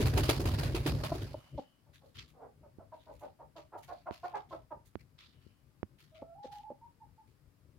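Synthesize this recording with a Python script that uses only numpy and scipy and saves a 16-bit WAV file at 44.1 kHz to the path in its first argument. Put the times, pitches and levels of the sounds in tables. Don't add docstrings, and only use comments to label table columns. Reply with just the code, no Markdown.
import sys
import numpy as np
from scipy import signal
from scipy.fft import rfft, irfft, next_fast_len
from scipy.io import wavfile
from scipy.ndimage import uniform_filter1d

SR = 44100
rng = np.random.default_rng(int(sys.argv[2]) if len(sys.argv) > 2 else 0)


def store_pcm(level_fs):
    pcm = np.round(np.clip(level_fs, -1, 1) * 32767).astype(np.int16)
    wavfile.write(sys.argv[1], SR, np.atleast_2d(pcm).T)


def amplitude_ratio(level_db):
    exponent = np.asarray(level_db, float) / 20
    return 10 ** exponent


N = 343318
TIME = np.arange(N) / SR


def shape(table, hz):
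    points_hz, values = np.transpose(table)
    return np.interp(np.log(np.maximum(hz, 1e-3)), np.log(points_hz), values)


def noise(table, apart_hz, balance=((1, 0), (2, 0))):
    n = next_fast_len(N)
    hz = np.arange(n // 2 + 1) * SR / n
    mid, side = rfft(rng.standard_normal((2, n)).astype(np.float32))
    wide = hz / (hz + apart_hz) * np.array([[1], [-1]])
    lean = amplitude_ratio(shape(balance, hz) * np.array([[.5], [-.5]]))
    out = irfft((mid + wide * side) * lean * amplitude_ratio(shape(table, hz)), n)[:, :N]
    return out / out.std()


def walk(rate, n=N):
    hold = max(int(SR / rate), 1)
    steps = np.repeat(rng.standard_normal(n // hold + 1), hold)
    return 1.3 * uniform_filter1d(uniform_filter1d(steps, hold), hold)[:n]


def burst(s, rise, t60):
    t = np.maximum(TIME - s, 0)
    return np.minimum(t / rise, 1) ** 2 * 1000. ** (-np.maximum(t - rise, 0) / t60)


def add(out, s, x):
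    i = int(s * SR)
    out[..., i:i + x.shape[-1]] += x[..., :N - i]


def sides(pan_db):
    return amplitude_ratio(np.array([[.5], [-.5]]) * pan_db)


def patchy(table, balance, depth_db, rate):
    n = next_fast_len(N)
    spectrum = rfft(noise(table, 200, balance), n)
    edges = 500 * 2 ** np.arange(0, 4.1, .5)
    band = np.searchsorted(edges, np.linspace(0, SR / 2, n // 2 + 1))
    out = 0
    for b in range(len(edges) + 1):
        out = out + irfft(spectrum * (band == b), n)[:, :N] * amplitude_ratio(depth_db * walk(rate))
    return out / out.std()


def tinted(x, hz, ring_db):
    return x + amplitude_ratio(ring_db) * signal.lfilter(*signal.iirpeak(hz, 4, fs=SR), x)


# start_s, level_db, thump_db (body against slap), fade_t60_s
WING_BEATS = [(0.0044, -32, 11.5, 0.18), (0.0563, -30, -10, 0.17), (0.136, -40.5, 6, 0.22),
              (0.174, -24, 4, 0.16), (0.232, -33.5, -10.5, 0.38), (0.2911, -21, 3.5, 0.12),
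              (0.3304, -43, -3, 0.25), (0.3987, -39, 13.5, 0.18), (0.4537, -36.5, 4, 0.45),
              (0.5194, -52, -2, 0.033), (0.5842, -37.5, 5, 0.24), (0.633, -35.5, 3, 0.19),
              (0.7476, -31.5, 7.5, 0.17), (0.8616, -26, 3, 0.17), (0.9485, -46.5, -6, 0.073),
              (1.0353, -32, -6, 0.2), (1.15, -50, 19, 0.52), (1.219, -50, 12.5, 0.24)]
# (per Hz, relative)
FEATHER_COLOUR = [(290, -27), (500, -11.5), (587, 1.5), (705, -3.5), (1190, -8), (1830, -11), (2530, -13),
                  (2970, -15), (4810, -12), (6500, -28), (8450, -71), (14300, -120)]
# pitch_hz, left_minus_right_db
FEATHER_LEAN = [(60, -1.5), (110, 0.0), (200, 0.5), (380, 0.5), (700, -1.0), (1290, 1.0), (2380, 1.5),
                (4400, -3.0), (8120, -16), (15000, -9.0)]
# (per Hz, relative)
FINE_HISS = [(4500, -29), (6500, -5), (8000, -11), (11000, -6.5), (15500, -10.5)]


def wings():
    crest_db = 7.5
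    ring_hz, ring_spread = 2700, 0.037
    tip_db, tip_db_per_s = -5, -3.5
    rush_db, slow_s, rush_db_per_s = -52.5, 1.128, -50
    crackle = amplitude_ratio(2.4 * walk(300))
    feathers = patchy(FEATHER_COLOUR, FEATHER_LEAN, 1.87, 40.33) * crackle
    tips = noise(FINE_HISS, 314, FEATHER_LEAN) * crackle
    body = noise([(200, -28), (280, -1.5), (350, 2), (430, -2.5), (800, -45.5)], 1300)
    rush = amplitude_ratio(rush_db + rush_db_per_s * np.maximum(TIME - slow_s, 0))
    out = rush * (feathers + amplitude_ratio(-10) * tips)
    for s, db, thump_db, t60 in WING_BEATS:
        beat_ring_hz = ring_hz * np.exp(ring_spread * rng.standard_normal())
        slap = tinted(feathers, beat_ring_hz, 0.41) * burst(s, 0.00127, t60)
        slap = slap + amplitude_ratio(tip_db + tip_db_per_s * s) * tips * burst(s, 0.0041, 0.79 * t60)
        thump = amplitude_ratio(thump_db) * body * burst(s - .004, 0.0026, 0.16)
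        out = out + amplitude_ratio(db - crest_db) * (slap + thump)
    return out


# (per Hz, relative)
AIR_COLOUR = [(15, -40.5), (25, -47.5), (40, -9.5), (56, -3), (80, -4.5), (96, -1), (118, -5), (143, -2.5),
              (177, -19.5), (230, -16), (330, -19), (600, -28.5), (1000, -70)]
# peak_s, level_db, half_width_s, left_minus_right_db
AIR_PUFFS = [(.538, -27.5, 0.018, -0.5), (.88, -33.5, 0.064, -0.5), (1.2, -37, 0.091, 1),
             (1.556, -45.5, 0.027, 4.5), (2.21, -59.5, 0.062, 7), (2.65, -66.5, 0.14, -1),
             (3.15, -62, .09, 9), (4.55, -61, 0.13, 5), (4.76, -53.5, .035, -1.5), (5.03, -66, 0.053, 6.5),
             (5.38, -59, 0.027, 7), (6.17, -65, .12, 6), (7.77, -67, .04, 6)]


def air():
    wash_db, wash_db_per_s, lands_s, stop_db_per_s = -29.5, -9, 1.3, -160
    calm_db, calm_from_s, calm_rise_s = -70, 1.99, 0.62
    since_landing = np.maximum(TIME - lands_s, 0)
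    wash = sides(-0.7) * amplitude_ratio(wash_db + wash_db_per_s * TIME + stop_db_per_s * since_landing)
    calm = sides(10.5) * amplitude_ratio(calm_db) * np.clip((TIME - calm_from_s) / calm_rise_s + 1, 0, 1)
    puffs = 0
    for s, db, width, pan_db in AIR_PUFFS:
        puffs = puffs + sides(pan_db) * amplitude_ratio(db) * np.exp(-((TIME - s) / width) ** 2)
    level = np.sqrt(wash ** 2 + calm ** 2 + puffs ** 2)
    return level * amplitude_ratio(3.0 * walk(30)) * noise(AIR_COLOUR, 691)


# (per Hz, relative)
HUSH_COLOUR = [(88, -17.5), (150, -0.5), (190, -8), (264, -6), (422, -17.5), (818, -20), (1190, -20.5),
               (1410, -22.5), (3600, -30.5), (5020, -28.5), (5860, -33.5), (11200, -32.5), (15800, -34.5)]
# pitch_hz, left_minus_right_db
HUSH_LEAN = [(60, 9), (110, 10), (200, 8), (380, 2.5), (700, 1.0), (1290, 2.5), (2380, 5.5), (4400, 0),
             (8120, 0.5), (15000, -2)]


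def quiet_barn():
    return amplitude_ratio(-71.5) * noise(HUSH_COLOUR, 195.7, HUSH_LEAN)


# start_s, length_s, level_db
HISS_SWELLS = [(1.1, 0.76, -73), (5.2, 0.47, -81.5)]


def narrow_hiss():
    centre_hz = 2990
    band = noise([(centre_hz - 700, -40), (centre_hz, 0), (centre_hz + 700, -40)], 300)
    held = 0
    for s, length, db in HISS_SWELLS:
        held = held + amplitude_ratio(db) * np.sin(np.pi * np.clip((TIME - s) / length, 0, 1))
    return held * band


def clucks(calls, throat, rise, closing, breath_db, throat_hz, slope, rough_per_s, rough_top):
    crest_db = 6.5
    out = np.zeros(N)
    for s, db, hz, length in calls:
        n = int(length * SR)
        u = np.arange(n) / n
        shake = min(rough_per_s * length, rough_top)
        effort = np.sin(np.pi / 2 * np.minimum(u / rise, 1)) * np.minimum((1 - u) / 0.11, 1)
        pitch = hz * (1 - .3 * shake * u ** 2) * (1 + .12 * shake * walk(180, n))
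        phase = 2 * np.pi * np.cumsum(pitch) / SR
        ring = (throat_hz + slope * hz) * (1 - closing * np.sqrt(shake) * u ** 2)
        tone = 0
        for k in range(1, 15):
            above = k * pitch / ring
            gain = amplitude_ratio(shape(throat, above) + 4 * walk(110, n)) * effort ** np.maximum(above, 1)
            tone = tone + gain * np.cos(k * (phase - 1.0) - 2 * np.arctan(above ** 3))
        bins = np.arange(n // 2 + 1) * SR / n
        opened, shut = (irfft(rfft(rng.standard_normal(n)) * amplitude_ratio(shape(throat, bins / f)), n)
                        for f in ring[[0, -1]])
        breath = effort * (np.sqrt(1 - u) * opened + np.sqrt(u) * shut)
        voice = tone / tone.std() + shake * amplitude_ratio(breath_db) * breath / breath.std()
        voice = voice * amplitude_ratio(3 * shake * walk(120, n))
        add(out, s, amplitude_ratio(db - crest_db) * voice / voice.std())
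    return out


# start_s, level_db, pitch_hz, length_s
NEAR_CALLS = [(1.119, -24, 340, 0.011), (1.343, -31.5, 310, 0.01), (1.578, -31, 285.7, 0.0204),
              (6.221, -35.5, 282.5, 0.0092), (6.444, -38, 283, 0.0166), (6.703, -36, 262.5, 0.0098),
              (6.715, -39.5, 284, 0.0079)]
# multiple_of_resonance, level_db
NEAR_FILTER = [(.25, -14), (.45, -7), (1, 0), (1.35, -6), (1.8, -20), (2.4, -38), (4, -60)]


def near_hen():
    return clucks(NEAR_CALLS, NEAR_FILTER, rise=0.14, closing=0.31, breath_db=-5.0,
                  throat_hz=300, slope=1.0, rough_per_s=25, rough_top=.3)


def squeak():
    start_s, falls_s, ends_s = 1.2, 1.36, 1.45
    base_hz, hz_per_s = 5200, -7000
    hz = base_hz + hz_per_s * np.maximum(TIME - falls_s, 0)
    phase = 2 * np.pi * np.cumsum(hz) / SR
    swell = np.clip((TIME - start_s) / (falls_s - start_s), 0, 1) ** 2
    swell = swell * np.clip((ends_s - TIME) / 0.037, 0, 1)
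    return amplitude_ratio(-84) * swell * (np.sin(2 * phase) + np.sin(3 * phase))


# start_s, stalks_level_db, chaff_level_db, length_s
STRAW_STIRS = [(1.567, -53.5, -73, 0.059), (1.929, -56.5, -67, 0.057), (2.045, -68.5, -73, 0.063),
               (2.142, -50.5, -66, 0.07), (2.177, -44.5, -76, 0.044), (2.276, -63, -67, 0.036),
               (2.93, -66, -78, 0.21), (3.116, -72.5, -72, 0.065), (3.185, -69, -66.5, 0.05),
               (3.225, -62.5, -80, 0.053), (3.56, -50.5, -69.5, 0.055), (3.772, -59, -62, 0.04),
               (3.82, -54, -60, 0.045), (3.877, -57, -71.5, 0.12), (4.112, -50.5, -63.5, 0.086),
               (4.234, -53, -68, 0.062), (4.345, -48.5, -73, 0.05), (4.4886, -58, -72, 0.083),
               (4.849, -62, -59.5, 0.034), (4.986, -59, -70.5, 0.041), (5.1784, -52.5, -75, 0.11),
               (5.404, -68, -81, 0.11), (5.9785, -57.5, -69, 0.088), (6.142, -56.5, -80, 0.054),
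               (6.427, -52, -76, 0.059), (6.513, -52, -63.5, 0.074), (7.2657, -71.5, -79, 0.084)]
# (per Hz, relative)
STALK_COLOUR = [(590, -43), (1000, -14.5), (1210, -7.5), (1600, -7), (1980, -2.5), (2660, -4), (4610, -4),
                (6500, -17.5), (8450, -26), (14300, -120)]
# pitch_hz, left_minus_right_db
STALK_LEAN = [(1000, 23.5), (6000, -8.5)]


def straw():
    crest_db = 11
    ring_hz, ring_spread = 2960, 0.25
    grain = amplitude_ratio(2.8 * walk(400))
    stalks = grain * patchy(STALK_COLOUR, STALK_LEAN, 2.4, 30)
    chaff = sides(-14.5) * grain * noise(FINE_HISS, 300)
    out = 0
    for s, db, chaff_db, length in STRAW_STIRS:
        t = np.maximum(TIME - s, 0)
        swell = np.minimum(t / 0.012, 1) * np.exp(-np.maximum(t - length / 2, 0) / (0.57 * length))
        stir_ring_hz = ring_hz * np.exp(ring_spread * rng.standard_normal())
        snaps = amplitude_ratio(db) * sides(-3) * tinted(stalks, stir_ring_hz, 0.46)
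        out = out + amplitude_ratio(-crest_db) * swell * (snaps + amplitude_ratio(chaff_db) * chaff)
    return out


# start_s, level_db, pitch_hz, length_s
FAR_CALLS = [(1.856, -67.5, 299.7, 0.051), (2.013, -58, 271.2, 0.055), (2.33, -59, 279.7, 0.066),
             (2.385, -49, 291.7, 0.093), (2.625, -56, 294, 0.05), (2.783, -53, 310, 0.053),
             (2.915, -46, 334.5, 0.038), (3.062, -48.5, 325.8, 0.058), (3.205, -43, 310, 0.066),
             (3.385, -50, 310, 0.053), (3.553, -46, 331.8, 0.046), (3.72, -42, 353, 0.054),
             (3.878, -41.5, 372.2, 0.0564), (4.057, -36.5, 377, 0.038), (4.230, -35.5, 379, 0.035),
             (4.314, -49.5, 352, 0.025), (4.336, -34, 436.6, 0.041), (4.506, -40, 348.2, 0.05),
             (4.704, -39.5, 323.6, 0.03)]
# multiple_of_resonance, level_db
FAR_FILTER = [(.25, -34), (.45, -15), (.75, -6), (1, 0), (1.3, -7), (1.75, -15), (2.3, -27), (4, -46),
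              (7, -58)]


def far_hen():
    return clucks(FAR_CALLS, FAR_FILTER, rise=0.48, closing=0.44, breath_db=4,
                  throat_hz=330, slope=1.4, rough_per_s=8.5, rough_top=.55)


# start_s, level_db, left_minus_right_db, contact_s
FINGER_TICKS = [(2.785, -46.5, -19.5, 0.0018), (4.1099, -33.5, -18, 0.00032),
                (4.9553, -33.5, -22.5, 0.00036), (5.465, -53, 22, 0.0025), (5.8303, -29.5, -21.5, 0.00042)]
# pitch_hz, level_db, fade_t60_s
CASE_MODES = [(82, 0, 0.055), (204, -6.5, 0.056), (310, 0.5, 0.021), (1410, -34, 0.0054),
              (5000, 11, 0.0015)]


def ticks():
    out, t = np.zeros((2, N)), np.arange(SR // 8) / SR
    ring = 0
    for hz, db, t60 in CASE_MODES:
        ring = ring + amplitude_ratio(db) * np.cos(2 * np.pi * hz * t) * 1000. ** (-t / t60)
    ring = signal.sosfilt(signal.butter(1, 120, "high", fs=SR, output="sos"), ring)
    for s, db, pan_db, contact in FINGER_TICKS:
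        knock = np.convolve(ring, np.hanning(int(contact * SR) + 3))
        add(out, s, amplitude_ratio(db) * sides(pan_db) * knock / np.abs(knock).max())
    return out


# start_s, length_s, first_pitch_hz, last_pitch_hz, level_db
CROON_NOTES = [(6.116, 0.26, 642, 680, -57.5), (6.345, 0.15, 795, 833, -54),
               (6.476, 0.1605, 817, 854, -52.5), (6.625, 0.11, 851, 870, -51),
               (6.812, 0.066, 943, 918, -50.5), (6.999, 0.057, 900, 857, -54),
               (7.177, 0.054, 877, 840, -55.5)]
# pitch_hz, level_db (against the note)
OCTAVE_RESONANCE = [(1200, -30), (1340, -19), (1500, -45)]


def croon():
    attack_s, release_s = .025, .015
    scoop, scoop_s = .02, .008
    out = np.zeros(N)
    for s, length, first_hz, last_hz, db in CROON_NOTES:
        n = int(length * SR)
        t = np.arange(n) / SR
        hz = (first_hz + (last_hz - first_hz) * t / length) * (1 - scoop * np.exp(-t / scoop_s))
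        edge = (1 - np.exp(-t / attack_s)) * (1 - np.exp((t - length) / release_s))
        phase = 2 * np.pi * np.cumsum(hz * (1 + .025 * walk(200, n))) / SR
        flutter = amplitude_ratio(db + 2.1 * walk(110, n))
        octave = amplitude_ratio(shape(OCTAVE_RESONANCE, 2 * hz)) * np.sin(2 * phase)
        add(out, s, np.sqrt(2) * edge * flutter * (np.sin(phase) + octave))
    return out


def barn(x, wet_db):
    t60_s, dull_hz = 0.19, 2460
    out, hop, t = np.zeros((2, N)), SR // 10, np.arange(SR // 2) / SR
    fade = 1000. ** (-t / t60_s) * (1 - np.exp(-t / .004))
    dull = signal.butter(1, dull_hz, fs=SR, output="sos")
    window = np.sqrt(np.hanning(2 * hop))
    for i in range(0, N - 2 * hop, hop):
        echoes = signal.sosfilt(dull, rng.standard_normal((2, len(t))) * fade)
        echoes /= np.sqrt(np.sum(echoes ** 2, axis=1, keepdims=True))
        piece = window * x[i:i + 2 * hop]
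        add(out, i / SR, signal.fftconvolve(piece[None], echoes, axes=1))
    return amplitude_ratio(wet_db) * out


def scene():
    far, near, note = far_hen(), near_hen(), croon()
    hens = sides(-1.8) * (far + note + barn(far + 0.64 * note, -7.5))
    hens = hens + near + barn(near, -19.0)
    surroundings = air() + quiet_barn() + narrow_hiss() + squeak()
    return hens + wings() + straw() + ticks() + surroundings


def band_limit(x):
    return signal.sosfilt(signal.butter(12, 16000, fs=SR, output="sos"), x)


def record(dry):
    return band_limit(dry)


dry = scene()
out = record(dry)
store_pcm(out)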